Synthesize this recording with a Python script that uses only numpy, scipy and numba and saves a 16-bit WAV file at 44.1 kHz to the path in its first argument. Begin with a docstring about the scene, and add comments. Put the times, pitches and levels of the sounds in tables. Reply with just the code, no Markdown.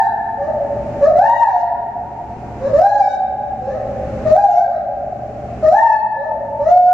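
"""A gibbon whoops in a hard-walled indoor enclosure, with soft low hoots between the whoops.
Its vocal folds give nearly pure rising notes, whose weak overtones are coloured by throat and mouth.
The hall reverberates for about two seconds, and its ventilation rushes and hums.
Automatic gain control ducks at every whoop and lets the hum swell back.
The first whoop is just ending as the scene opens."""
import sys
import numpy as np
from scipy import signal
from scipy.fft import rfft, irfft, next_fast_len
from scipy.io import wavfile
from scipy.ndimage import uniform_filter1d, map_coordinates
from numba import njit

SR = 44100
rng = np.random.default_rng(int(sys.argv[2]) if len(sys.argv) > 2 else 0)


def wrap_up_sound(samples):
    """Save the sound to the file named by the first command line argument, as 16-bit audio."""
    columns = np.atleast_2d(samples).T
    # keep every value between -1 and 1, then stretch to whole-number steps
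    tamed = np.clip(columns, -1, 1)
    steps = np.round(tamed * 32767).astype(np.int16)
    wavfile.write(sys.argv[1], SR, steps)


N = 305613
LEAD = SR // 2  # samples before time zero, so that the hall already rings
SPAN = N + LEAD
TIME = (np.arange(SPAN) - LEAD) / SR


def amp(db):
    """Amplitude ratio: a factor of ten for every 20 dB."""
    return 10 ** (np.asarray(db) / 20)


def unit(x):
    """Normalisation to an rms of 1."""
    return x / np.sqrt(np.mean(x ** 2) + 1e-20)


def along(points, hz):
    """Interpolation of (frequency, value) points on a logarithmic frequency axis."""
    knots_hz, values = np.transpose(points)
    return np.interp(np.log(hz + 1), np.log(knots_hz + 1), values)


def wobble(rate, size=SPAN):
    """Random modulation: a spline through `rate` Gaussian knots a second."""
    knots = rng.standard_normal(int(size * rate / SR) + 4)
    return map_coordinates(knots, [np.arange(size) * rate / SR])


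def filtered(x, response):
    """Linear filtering: the spectrum is multiplied by a frequency response."""
    size = x.shape[-1]
    padded = next_fast_len(size + 8192)
    return irfft(rfft(x, padded) * response(np.fft.rfftfreq(padded, 1 / SR)), padded)[..., :size]


# Left-right coherence of the diffuse field: frequency_hz, correlation
COHERENCE = [(100, 0.9), (700, 0.92), (1500, 0.53), (2800, 0.094), (5000, 0)]
def diffuse_noise(size):
    """Spatial coherence: sound from all sides is alike at two close points only at long wavelengths."""
    def mid_side_gains(hz):
        angle = np.arccos(np.clip(along(COHERENCE, hz), -1, 1)) / 2
        return np.array([np.cos(angle), np.sin(angle)])
    mid, side = filtered(rng.standard_normal((2, size)), mid_side_gains)
    return np.array([mid + side, mid - side])


# Spectral shape of the rushing air: frequency_hz, relative_density_db
AIR_SPECTRUM = [(22, -10.5), (48, -1.5), (85, -5), (110, 1), (150, -3.5), (450, -6), (950, -18),
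                (1400, -20), (2600, -27.5), (3300, -38), (7000, -40), (9500, -57), (15500, -59.5)]
def air_rush(level_db=-21.5):
    """Flow noise: the ventilation's moving air makes a broad spectrum, strongest in the bass."""
    return amp(level_db) * unit(filtered(diffuse_noise(SPAN), lambda hz: amp(along(AIR_SPECTRUM, hz))))


# Tones of the ventilation fans: frequency_hz, level_db
FAN_TONES = [(70, -24.5), (118.6, -23.5), (165, -34), (214.5, -27.5), (247.4, -30), (425.5, -33)]
def fan_hum(drift_rad=0.97, flutter_db=3):
    """Tonal fan noise: spectral lines broadened by random amplitude and phase modulation."""
    hum = np.zeros(SPAN)
    for hz, level_db in FAN_TONES:
        strength = amp(level_db + flutter_db * wobble(rate=17))
        hum += strength * np.sin(2 * np.pi * hz * TIME + drift_rad * wobble(rate=14))
    return hum


@njit
def feedback_gain_db(peak_db, target_db, ceiling_db, step_db, attack_per_s, release_db_per_s):
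    """Negative feedback: gain sinks above the target, steps down at the ceiling, else creeps back up."""
    history_db = np.empty(len(peak_db))
    gain_db = 0.
    for i in range(len(peak_db)):
        level_db = peak_db[i] + gain_db
        excess_db = max(level_db - target_db, 0.)
        gain_db = min(gain_db + (release_db_per_s - attack_per_s * excess_db) / SR, 0.)
        if level_db > ceiling_db:
            gain_db -= step_db
        history_db[i] = gain_db
    return history_db


def gain_control(x, abrupt_share=0.52):
    """Compression: the louder channel sets the gain of both; the abrupt share of each step ticks."""
    peak_db = 20 * np.log10(np.abs(x).max(axis=0) + 1e-9)
    gain_db = feedback_gain_db(peak_db, target_db=-6.5, ceiling_db=-1.53, step_db=0.88,
                               attack_per_s=49.0, release_db_per_s=13.0)
    smooth_db = uniform_filter1d(gain_db, size=64)
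    return x * amp(smooth_db + abrupt_share * (gain_db - smooth_db))


# Reverberation time of the hall: frequency_hz, t60_s
REVERB_TIMES = [(250, 5.33), (700, 1.65), (1700, 1.45), (4000, 1.05), (8000, 0.07)]
def hall(x, direct_db=-9, early_db=-4, early_t60_s=0.29, tail_db=-2.5, build_up_s=0.0044):
    """Reverberation: convolution with the direct path, near-wall reflections and a long diffuse tail."""
    def decay_norm(t60_s):  # root energy of an exponential decay
        return np.sqrt(SR * t60_s / np.log(10 ** 6))
    t = np.arange(2 * SR) / SR
    hz, frame_s, spectra = signal.stft(diffuse_noise(len(t)), SR, nperseg=256)
    decay = amp(-60 * frame_s / along(REVERB_TIMES, hz)[:, None])
    tail = signal.istft(spectra * decay, SR, nperseg=256)[1][:, :len(t)]
    tail *= amp(tail_db) / decay_norm(REVERB_TIMES[1][1])  # normalised near the pitch of the calls
    early = amp(early_db - 60 * t / early_t60_s) * diffuse_noise(len(t)) / decay_norm(early_t60_s)
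    response = (tail + early) * np.clip(t / build_up_s, 0, 1)
    response[:, 0] += amp(direct_db)
    return signal.fftconvolve(x[None], response, axes=1)[:, :SPAN]


# Stereo balance of the calls: frequency_hz, left_minus_right_db
BALANCE = [(700, -0.04), (1500, 2.5), (3500, 3), (6000, 10.5), (9000, 6.5)]
def lean_left(x):
    """Level difference between the channels: the overtones lie toward the left."""
    return filtered(x, lambda hz: amp(np.outer([.5, -.5], along(BALANCE, hz))))


def note(start_s, length_s, fade_s=.016):
    """Raised-cosine gating: a note's samples, its own time, and a gate that fades outside its length."""
    at = np.flatnonzero((TIME > start_s - fade_s) & (TIME < start_s + length_s + fade_s))
    t = TIME[at] - start_s
    ramp = np.clip(np.minimum(t, length_s - t) / fade_s + 1, 0, 1)
    return at, t, np.sin(np.pi / 2 * ramp) ** 2


def glide(t, takes_s):
    """Sigmoid transition from 0 to 1, halfway at t = 0."""
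    return (1 + np.tanh(2 * t / takes_s)) / 2


# Hoots, alone or joined to a whoop:
# start_s, length_s, low_hz, closing_hz, relative_level_db, octave_boost_db, press_db
HOOTS = [ (0.384, .125, 549.9, 688, 2.5, -0.5, -9.5), (1.017, .08, 559.2, 724, 9, 1.5, -6.5),
         (2.614, 0.086, 528, 637, -2, 7, -0.5), (3.619, .15, 520, 679.6, -4.5, 3.5, -0.5),
         (4.518, .13, 698.9, 811, 10, 3, -1), (4.662, .13, 565, 719.5, 2.5, 1.5, -3),
         (6.166, 0.14, 538, 734, 3.5, 2.5, -7.5), ]
def hoot(start_s, length_s, low_hz, closing_hz, level_db, octave_db, press_db, swell_db=9.5):
    """Power-law glide: the pitch scoops upward while the level swells and fades."""
    at, t, gate = note(start_s, length_s)
    progress = np.clip(t / length_s, 0, 1)
    hz = low_hz + (closing_hz - low_hz) * progress ** 1.9
    envelope = gate * amp(level_db - swell_db * (2 * progress - 1) ** 2)
    return at, hz, envelope, amp(octave_db), amp(press_db)


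# Whoops: start_s, length_s, leap_after_s, leap_takes_s, slide_after_s, slide_takes_s, low_hz, top_hz,
# closing_hz, relative_opening_db, relative_top_db, octave_boost_db, press_db
WHOOPS = [ (-.42, 0.47, 0.12, .11, .38, .12, 674.6, 911, 757.6, 14.5, 9, 3, -1),
          (1.166, .447, .047, .105, .302, .135, 630, 966.9, 685.5, 9.5, 12, -0.5, 2),
          (2.742, .40, 0.062, .08, .262, 0.043, 560.2, 825.4, 761.9, 6.5, 10.5, 2, 3),
          (4.265, .265, 0.091, .048, 0.2, .04, 612, 819.4, 700.3, 6, 10, -1.5, 1),
          (5.638, 0.3, .093, 0.092, .22, 0.037, 604.3, 916.7, 870.5, 8, 15, 2, 0),
          (6.605, 0.38, 0.061, 0.058, 0.35, .04, 571.7, 722, 780, 5.5, 14, 0.5, -2.5), ]
def whoop(start_s, length_s, leap_after_s, leap_takes_s, slide_after_s, slide_takes_s,
          low_hz, top_hz, closing_hz, opening_db, top_db, octave_db, press_db,
          opening_octave_db=-0.5, opening_press_db=-7, slide_db_per_hz=0.0151):
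    """Vocal effort: one leap moves pitch, level and brightness together; a pitch slide ends the note."""
    at, t, gate = note(start_s, length_s)
    effort = glide(t - leap_after_s, leap_takes_s)
    slide_hz = (closing_hz - top_hz) * glide(t - slide_after_s, slide_takes_s)
    hz = low_hz + (top_hz - low_hz) * effort + slide_hz
    envelope = gate * amp(opening_db + (top_db - opening_db) * effort + slide_db_per_hz * slide_hz)
    octave = amp(octave_db + opening_octave_db * (1 - effort))
    press = amp(opening_press_db + (press_db - opening_press_db) * effort)
    return at, hz, envelope, octave, press


# Filtering of overtones and rasp by throat and mouth: frequency_hz, gain_db
VOCAL_TRACT = [(1100, -30), (1270, -29.5), (1480, -30.5), (1680, -18), (1850, -19.5), (2000, -21.5),
               (2180, -33.5), (2800, -31.5), (3200, -45.5), (3880, -28), (4600, -34.5), (6200, -37),
               (7500, -41), (8600, -57.5), (10000, -75)]
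def gibbon(jitter=.005, wander=.008, flicker_db=4, smear_rad=0.051, hoarse_smear_rad=0.36,
           upper_db=-15, third_db=5, rasp_db=-50, hoarse_rasp_db=8, rasp_hz=3500, hoarse_range_hz=110):
    """Source-filter voice: a strong fundamental, with weak overtones and rasp shaped by the tract."""
    voice = np.zeros(SPAN)
    noise = rng.standard_normal(SPAN)
    rasp = unit(filtered(noise, lambda hz: amp(along(VOCAL_TRACT, hz)) * np.minimum(hz / rasp_hz, 1) ** 2))
    waver = 1 + jitter * wobble(rate=70) + wander * wobble(rate=18)
    calls = [whoop(*row) for row in WHOOPS] + [hoot(*row) for row in HOOTS]
    for at, hz, envelope, octave, press in calls:
        phase = 2 * np.pi * np.cumsum(hz * waver[at]) / SR
        # each note is hoarse until it has climbed to its highest pitch
        hoarse = np.clip((hz.max() - np.maximum.accumulate(hz)) / hoarse_range_hz, 0, 1)
        tone = np.sin(phase)
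        for k in range(2, 13):
            # the higher the overtone, the more an uneven cycle blurs it
            blur = k * (smear_rad + hoarse_smear_rad * hoarse) * wobble(rate=130, size=len(at))
            tract = amp(along(VOCAL_TRACT, k * hz) + flicker_db * wobble(rate=25.38, size=len(at)))
            # above the octave, overtones grow as the folds are pressed together, the third most
            source = octave if k == 2 else press * amp(upper_db + third_db * (k == 3))
            tone += tract * source * np.sin(k * phase + blur)
        rasp_gain = press * amp(rasp_db + hoarse_rasp_db * hoarse)
        voice[at] += envelope * (np.sqrt(2) * tone + rasp_gain * rasp[at])
    return voice


def scene():
    """Superposition: the reverberant calls and the ventilation pass through one gain control."""
    calls = lean_left(hall(gibbon()))
    return gain_control(calls + air_rush() + fan_hum())[:, LEAD:]


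def record(dry):
    """Band limiting: an ideal low-pass filter at 15.8 kHz."""
    return filtered(dry, lambda hz: hz < 15800)


dry = scene()
out = record(dry)
wrap_up_sound(out)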